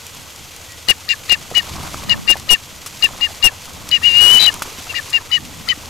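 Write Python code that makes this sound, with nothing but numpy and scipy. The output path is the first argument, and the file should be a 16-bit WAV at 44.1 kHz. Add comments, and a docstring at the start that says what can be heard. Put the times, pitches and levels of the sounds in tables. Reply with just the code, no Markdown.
"""Ducks peeping and diving in a stream

Ducks peep beside the left microphone. Each peep is a near-pure whistle that jumps up from a low
register and falls back into it; one long squeal breaks higher still. Their thrashing throws spray,
churns up ringing bubbles and closes air pockets with a plop, over the steady rush of the stream.
The loudest peeps overload the left channel and crackle."""
import sys
import numpy as np
from scipy import signal
from scipy.fft import rfft, irfft, next_fast_len
from scipy.io import wavfile
from scipy.ndimage import uniform_filter1d

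SR = 44100
rng = np.random.default_rng(int(sys.argv[2]) if len(sys.argv) > 2 else 0)


def materialize(psi):
    """Save the field psi as 16-bit PCM at rate SR to the path in sys.argv[1].

    A 1-D psi becomes a single channel; in a 2-D psi each row is a channel.
    """
    bounded = np.clip(np.atleast_2d(psi).T, -1, 1)
    quanta = np.round(bounded * 32767).astype(np.int16)
    wavfile.write(sys.argv[1], SR, quanta)


N = 259749
TIME = np.arange(N) / SR
FFT_SIZE = next_fast_len(N)


# short calls: t/s, duration/s, mid-call f/Hz, fall/Hz, level/dB, onset squeak level/dB,
# low register level/dB, roughness (0-1)
PEEPS = [(0.887, 0.030, 2866, 163, 0.5, 5.5, -19, 0.24), (1.091, 0.040, 2790, 54, -6.6, -2.5, -17.5, .23),
         (1.297, 0.048, 2824, 124, -1.42, -2, -18.5, 0.2), (1.552, 0.045, 2925, 85, -2, -9, -16, 0.15),
         (2.097, 0.037, 2863, 186, -1.9, -2, -17, .15), (2.278, 0.055, 2822, 0, 0.06, -9, -18.5, 0.15),
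         (2.493, 0.056, 2856, 130, 2.5, -7, -17, .13), (3.026, 0.035, 2815, 184, -0.45, -1, -18, 0.13),
         (3.212, 0.051, 2843, 42, -5.5, -11.5, -20, 0.11),
         (3.428, 0.056, 2813, 129.5, 1.57, -6, -20.5, 0.13),
         (3.915, 0.056, 2894, 197, -2.5, -3, -21.5, .13), (4.893, 0.024, 2750, 198, -18.5, -31, -35, .08),
         (4.949, 0.039, 2833, 51, -14, -39, -14, 0.2), (5.132, 0.045, 2802, 113, -3.5, -11.5, -19.5, .11),
         (5.317, 0.054, 2945, 125, -4.1, -9.5, -15, .13), (5.689, 0.03, 3032, 118, -5.7, -1.5, -12, .17)]

def peeps(arch_hz=64.74, squeak_hz=4350, squeak_s=.00263):
    """Register jumps: a falling whistle between low notes; returns tone, envelope and roughness."""
    voice, effort, roughness = np.zeros((3, N))
    for t, length, hz, fall_hz, db, squeak_db, low_db, rough in PEEPS:
        glide = [hz - arch_hz + fall_hz / 2, hz, hz - arch_hz - fall_hz / 2]
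        tone, envelope = whistle(length + .006, glide, taper=.75)
        add(voice, t - .002, undb(db) * tone)
        add(effort, t - .002, undb(db) * envelope)
        add(roughness, t, np.full(len(tone), rough))
        # the first push overshoots into the top register for a few unsteady cycles
        squeak, envelope = whistle(squeak_s, [squeak_hz, squeak_hz], taper=5.2)
        squeak *= 1 + .3 * rng.standard_normal(len(squeak))
        add(voice, t - .0015, undb(squeak_db) * squeak)
        add(effort, t - .0015, undb(squeak_db) * envelope)
        low_registers(voice, t, t + length, hz, low_db)
        # in a rough call the low register keeps sounding under the main tone
        undertone, _ = whistle(length, [.69 * hz, .69 * hz], taper=.5)
        add(voice, t - .008, rough * undb(low_db + 9) * undertone)
    return voice, effort, roughness


def whistle(length, pitches, taper):
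    """Phase integrates frequency: a smooth glide through the pitches; returns tone and envelope."""
    u = np.linspace(0, 1, max(int(length * SR), 8))
    contour = np.polyfit(np.linspace(0, 1, len(pitches)), pitches, len(pitches) - 1)
    envelope = np.abs(np.sin(np.pi * u)) ** taper
    return envelope * sine(np.polyval(contour, u)), envelope


def low_registers(out, start, end, hz, db, ratio=.68, fall=.88):
    """Weak pressure favours lower registers: two steps lead up into a call and two lead out."""
    low = hz * ratio
    add(out, start - .009, undb(db - 6) * whistle(.023, [low * fall, low, low], taper=.58)[0])
    add(out, end - .008, undb(db) * whistle(.023, [low, low * fall], taper=.59)[0])
    for t, glide in ((start - .017, [fall, 1.034]), (end + .00485, [.946, .814])):
        add(out, t, undb(db - 13) * whistle(.014, np.multiply(glide, low * ratio), taper=1.1)[0])


def overtone(voice, throat_hz=6020):
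    """Resonance: the second harmonic is heard only where it falls on a narrow mode of the throat."""
    octave = np.real(signal.hilbert(voice, FFT_SIZE)[:N] ** 2)
    return undb(-17) * signal.lfilter(*signal.iirpeak(throat_hz, Q=30, fs=SR), octave)


# partials of the squeal's top register: f/Hz, level/dB
BREAK_PARTIALS = [(3122, -14.5), (3667, -15.5), (3965, -3.5), (4630, -21)]
BREAK_START_S, BREAK_LENGTH_S = 4.392, .079

def register_break(jitter_hz=32, flutter=.17):
    """Random modulation unsteadies a strong partial and its side tones; returns tone and envelope."""
    n = int(BREAK_LENGTH_S * SR)
    window = signal.windows.tukey(n, .15)
    tone = sum(undb(db) * sine(hz + jitter_hz * walk(700)[:n]) for hz, db in BREAK_PARTIALS)
    tone *= 1 + flutter * walk(900)[:n]
    return window * tone, window * sum(undb(db) for _, db in BREAK_PARTIALS)


# pitch contour of the long call: t/s, f/Hz
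SQUEAL_PITCH = [(4.028, 2750), (4.069, 2908), (4.1, 2800), (4.127, 2782), (4.165, 2853), (4.222, 2901),
                (4.262, 2879), (4.333, 3012), (4.366, 2975), (4.46, 3016), (4.498, 2815)]

def squeal(full_db=-.52, full_voice_hz=2864, slack_db_per_hz=.105, edge_s=.0078):
    """Level follows pitch: the long call weakens as it slackens; returns tone and envelope."""
    def gate(start, end):
        return np.clip(np.minimum(TIME - start, end - TIME) / edge_s, 0, 1)

    times, hz = np.transpose(SQUEAL_PITCH)
    start, end = times[0], times[-1]
    pitch = np.interp(TIME, times, hz)
    level_db = full_db - slack_db_per_hz * np.maximum(full_voice_hz - pitch, 0)
    arch = gate(start, end) * np.abs(np.sin(np.pi * (TIME - start) / (end - start))) ** .04
    # the main tone gives way during the register break
    broken = gate(BREAK_START_S - edge_s / 2, BREAK_START_S + BREAK_LENGTH_S)
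    envelope = undb(level_db) * arch * (1 - broken)
    tone = envelope * sine(pitch * (1 + .004 * walk(250)))
    low_registers(tone, start, end - .006, hz[-1], db=-15.5)
    return tone, envelope


# spectrum of throat turbulence: f/Hz, relative level/dB
RASP_SPECTRUM = [(1000, -37), (1650, -11), (1950, -1.5), (2500, 1), (3350, -12), (3900, -1), (4300, -7),
                 (4850, -3.5), (5400, -14), (6300, -18), (7000, -9), (8200, -30.5), (15000, -43)]

def ducks(squeal_roughness=.115, break_roughness=.15):
    """Turbulence in the throat modulates the amplitude of the whistled calls and adds rasp."""
    voice, effort, roughness = peeps()
    octave = overtone(voice)
    tone, envelope = squeal()
    voice += tone
    effort += envelope
    tone, envelope = register_break()
    add(voice, BREAK_START_S, tone)
    add(effort, BREAK_START_S, envelope)
    add(roughness, BREAK_START_S, np.full(len(tone), break_roughness))
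    roughness[roughness == 0] = squeal_roughness
    voice *= 1 + .5 * roughness * walk(700)
    airflow = np.sqrt(np.abs(uniform_filter1d(effort, size=600)))
    rasp = roughness * airflow * colour(rng.standard_normal(N), RASP_SPECTRUM)
    return voice + undb(-1) * rasp + octave


def bank(voice, echo_s=.019, echo_db=-35, tail_db=-37, t60=.26):
    """Reflection and scattering: the water's edge returns a faint echo and a short tail."""
    t = TIME[:SR // 4]
    tail_energy = t60 * SR / np.log(1e6)
    response = rng.standard_normal((2, len(t))) * undb(tail_db - 60 * t / t60) / np.sqrt(tail_energy)
    response[:, int(echo_s * SR)] += undb(echo_db)
    return signal.fftconvolve(voice[None], response, axes=1)[:, :N]


# bouts of diving and paddling: t/s, duration/s, level/dB, depth bias/dB (more heave, less spray)
BOUTS = [(1.158, 0.38, -43.5, 2), (1.474, 0.53, -35, .5), (2.115, 0.14, -42, 3), (2.318, 0.031, -37.5, -7),
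         (2.556, 0.11, -53, 7), (2.903, 0.15, -38.5, -2), (3.094, 0.29, -42, -5), (3.505, 0.48, -42, 3),
         (3.963, 0.57, -36.5, -6), (4.593, 0.51, -41, -9.5), (5.153, 0.37, -43, 5),
         (5.64, 0.28, -41.5, 0.5)]

def stirred_db(lag_s, attack_s, t60, share_db, depth_slope, calm_db):
    """Incoherent sources add in power: each bout rises, holds and decays above the calm level."""
    power = np.full(N, undb(calm_db) ** 2)
    for start, length, db, depth_db in BOUTS:
        age = TIME - start - lag_s
        envelope = np.clip(age / attack_s, 0, 1) * undb(-60 * np.clip((age - length) / t60, 0, 2))
        power += (undb(db + share_db + depth_slope * depth_db) * envelope) ** 2
    return 10 * np.log10(power)


# spectra of heaving water, churned bubbles and spray: f/Hz, relative level/dB
HEAVE_SPECTRUM = [(20, -30), (50, -8), (90, -2.5), (150, -5.5), (300, -11), (1000, -57)]
CHURN_SPECTRUM = [(100, 0), (200, -14), (500, -4), (1100, 5.5), (1600, -2.5), (3000, -43), (8000, -45)]
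SPRAY_SPECTRUM = [(1200, -10), (2200, 1.5), (3500, 0.5), (4800, -0.5), (7000, -1.5), (8500, -7.5),
                  (10500, -9), (12400, -7.5), (14000, -21), (15500, -16.5)]

def thrashing():
    """Impact, bubble resonance and bulk motion: spray flies at once, bubbles follow, heave peaks last."""
    spray_db = stirred_db(lag_s=0, attack_s=.07, t60=.5, share_db=-.5, depth_slope=-.5, calm_db=-40)
    churn_db = stirred_db(lag_s=.15, attack_s=.01, t60=.5, share_db=-1, depth_slope=0, calm_db=-48)
    heave_db = stirred_db(lag_s=.14, attack_s=.1, t60=.9, share_db=-.5, depth_slope=1, calm_db=-48)
    laps_db = 1.7 * walk(14)
    heave = colour(wide(*rng.standard_normal((2, N))), HEAVE_SPECTRUM)
    froth = [bubbles() + rng.standard_normal(N) for _ in range(2)]
    drops = [droplets(per_s=5000, spread_db=3.5) + .5 * rng.standard_normal(N) for _ in range(2)]
    gurgle_db, flicker_db = 1.6 * walk(45), 1.5 * walk(90)
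    return (undb(heave_db + laps_db) * heave
            + undb(churn_db + gurgle_db) * colour(wide(*froth), CHURN_SPECTRUM)
            + undb(spray_db + flicker_db) * colour(wide(*drops), SPRAY_SPECTRUM))


def bubble(hz, cycles, rise=.22):
    """Damped resonance of trapped air, rising in pitch as the bubble nears the surface."""
    u = np.linspace(0, 1, max(int(cycles * SR / hz), 4))
    return np.sin(2 * np.pi * cycles * u * (1 + rise * u / 2)) * undb(-45 * u)


def bubbles(count=3000, low_hz=170, high_hz=2400, spread_db=2.8):
    """Superposition of small bubbles ringing at random times and pitches; rms 1."""
    out = np.zeros(N)
    for when, pitch, faintness in rng.random((count, 3)):
        hz = low_hz * (high_hz / low_hz) ** pitch
        db = -spread_db * np.log(faintness + .035)
        add(out, when * TIME[-1], undb(db) * bubble(hz, cycles=9))
    return unit(out)


def droplets(per_s, spread_db):
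    """Shot noise: dense independent clicks, mostly tiny, a few up to 14 dB larger; rms 1."""
    size = undb(np.minimum(spread_db * rng.exponential(size=N), 14))
    lands = rng.random(N) < per_s / SR
    return unit(lands * size * rng.choice([-1, 1], N))


# slaps on the surface: t/s, peak level/dB, t60/s, lower band edge f/Hz
SLAPS = [(.066, -20, .012, 4000), (.563, -20, .01, 4000), (1.503, -26, .08, 250),
         (1.579, -11.5, .029, 4000), (1.942, -27, .05, 900), (2.368, -22, .04, 700),
         (2.861, -16.5, 0.08, 1100), (3.654, -22.5, .045, 1100), (3.889, -16, .017, 4000),
         (4.541, -12.5, 0.014, 3000), (4.621, -8.5, 0.05, 1000), (5.103, -20, 0.049, 4000)]
# air pockets closing: t/s, level/dB, f/Hz
PLOPS = [(1.514, -16.5, 655), (1.522, -21, 450), (1.761, -27, 267), (1.944, -11.5, 1170),
         (2.356, -15.5, 765), (2.365, -19, 840), (2.725, -35, 207), (2.863, -21.5, 1140),
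         (4.621, -6.5, 1320), (4.677, -25, 520), (4.72, -29, 403), (4.785, -28, 233), (5.775, -25.5, 270)]

def splashes(stray_drops=22):
    """Impact and air entrainment: slaps and stray drops hit the surface, closing air pockets ring."""
    out = np.zeros((2, N))
    for t, db, t60, low_hz in SLAPS:
        add(out, t, undb(db) * pan(2.5) * slap(t60, low_hz))
    for when, size, side in rng.uniform(-1, 1, size=(stray_drops, 3)):
        drop = undb(-24 + 1.5 * size) * slap(t60=.014, low_hz=3500)
        add(out, abs(when) * TIME[-1], pan(4 * side) * drop)
    for t, db, hz in PLOPS:
        add(out, t, undb(db) * bubble(hz, cycles=7.8))
    return out


def slap(t60, low_hz, top_hz=9000, attack_s=.00057):
    """A brief impact has a broad spectrum: a noise burst as water hits water; peak 1."""
    t = TIME[:SR // 10]
    burst = rng.standard_normal(len(t)) * undb(-60 * t / t60) * (1 - np.exp(-t / attack_s))
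    band = signal.butter(1, [low_hz, top_hz], "band", fs=SR, output="sos")
    burst = signal.sosfilt(band, burst)
    return burst / np.abs(burst).max()


def thump(start_s=2.05, attack_s=.08, t60=.63, hz=180, db=-23.5):
    """Antiphase: a low thump shortly after 2 s pushes the microphones opposite ways."""
    band = signal.butter(2, [hz / 1.3, hz * 1.3], "band", fs=SR, output="sos")
    rumble = unit(signal.sosfilt(band, rng.standard_normal(N)))
    age = np.maximum(TIME - start_s, 0)
    envelope = np.minimum(age / attack_s, 1) * undb(-60 * np.maximum(age - attack_s, 0) / t60)
    return undb(db) * envelope * rumble * np.array([[1], [-1]])


# spectra of the stream's low rush and high hiss: f/Hz, relative level/dB
RUSH_SPECTRUM = [(18, -47), (30, -35), (80, -1.5), (232, -25.5), (289, -17.5), (418, -23.5), (455, -13),
                 (607, -18), (694, -19), (1560, -18), (1700, -26), (2210, -64), (3740, -120)]
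HISS_SPECTRUM = [(1000, -50), (1700, -29), (1800, -23), (1930, 0.5), (2100, -5), (2600, -3), (3370, 0.5),
                 (3730, -7), (4530, -5), (5020, -8.5), (6440, -1.5), (10900, -11.5), (12600, -6.5),
                 (15500, -17)]

def stream(rush_db=-44.5, hiss_db=-42.5):
    """Broadband flow noise with a fine patter, in two bands that swell gently and independently."""
    mid, side = (rng.standard_normal(N) + undb(-5) * droplets(per_s=2700, spread_db=4) for _ in range(2))
    water = wide(mid, side)
    rush = undb(rush_db + 1.2 * walk(12)) * colour(water, RUSH_SPECTRUM)
    hiss = undb(hiss_db + .6 * walk(12)) * colour(water, HISS_SPECTRUM)
    return rush + hiss


def far_whistle(start_s=.665, length_s=.1, hz=1920, db=-42):
    """A faint pure tone from further along the water, fluttering in amplitude."""
    out = np.zeros(N)
    add(out, start_s, undb(db) * whistle(length_s, [hz, hz], taper=.75)[0])
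    return out * (1 + .21 * walk(81))


# likeness of the water at the two microphones: f/Hz, correlation (0-1)
WATER_CORRELATION = [(60, 1), (130, 0.46), (600, 0.75), (1400, 0.64), (3100, 0.9), (15000, .92)]

def wide(mid, side):
    """Partial coherence: the weighted sum and difference of unrelated sounds give left and right."""
    correlation = np.clip(on_bins(WATER_CORRELATION), 0, .99)
    common = rfft(mid, FFT_SIZE) * np.sqrt(1 + correlation)
    opposed = rfft(side, FFT_SIZE) * np.sqrt(1 - correlation)
    return irfft(np.array([common + opposed, common - opposed]), FFT_SIZE)[:, :N]


def colour(x, spectrum):
    """Filtering multiplies spectra: shape x by (f/Hz, level/dB) points; rms 1."""
    return unit(irfft(rfft(x, FFT_SIZE) * undb(on_bins(spectrum)), FFT_SIZE)[..., :N])


def on_bins(points):
    """Interpolate (f/Hz, value) points at the FFT bins, on a log-frequency axis."""
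    hz, value = np.transpose(points)
    return np.interp(np.log(np.fft.rfftfreq(FFT_SIZE, 1 / SR) + 1), np.log(hz), value)


def walk(per_s):
    """Smooth random wander; rms 1."""
    hold = max(int(SR / per_s), 1)
    steps = np.repeat(rng.standard_normal(N // hold + 1), hold)
    return unit(uniform_filter1d(steps, hold)[:N])


def sine(hz):
    """A tone with the given instantaneous frequency."""
    return np.sin(2 * np.pi * np.cumsum(hz) / SR)


def add(out, start_s, sound):
    """Superpose a sound at a given time."""
    i = max(int(start_s * SR), 0)
    out[..., i:i + sound.shape[-1]] += sound[..., :max(N - i, 0)]


def pan(db):
    """Left and right gains for a level difference."""
    return undb(np.array([[db], [-db]]) / 2)


def undb(db):
    """Decibels to amplitude ratio."""
    return 10 ** (np.asarray(db) / 20)


def unit(x):
    """Scale to rms 1."""
    return x / np.sqrt(np.mean(x ** 2))


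def scene(ducks_right_db=-17):
    """Level difference gives direction: the ducks are at the left microphone, the water lies ahead."""
    voice = ducks()
    calls = (voice + bank(voice)) * undb([[0], [ducks_right_db]])
    return calls + far_whistle() + stream() + thrashing() + splashes() + thump()


def record(dry, overflow_above=1.057, spike_depth=1.3, top_hz=15900):
    """Saturation and overflow: peaks flatten at full scale and positive overshoots spike downward."""
    x = signal.resample_poly(dry, 320, 441, axis=1)  # to 32 kHz
    overflow = (x > overflow_above) * (np.arange(x.shape[1]) % 2)  # on alternate samples only
    spikes = signal.convolve(overflow, np.array([[.26, 1, .26]]), "same")
    flattened = x / (1 + np.abs(x) ** 12) ** (1 / 12)
    crackling = signal.resample_poly(flattened - spike_depth * spikes, 441, 320, axis=1)[:, :N]
    lowpass = signal.firwin(255, top_hz, fs=SR)
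    return signal.fftconvolve(crackling, lowpass[None], "same", axes=1)


dry = scene()
out = record(dry)
materialize(out)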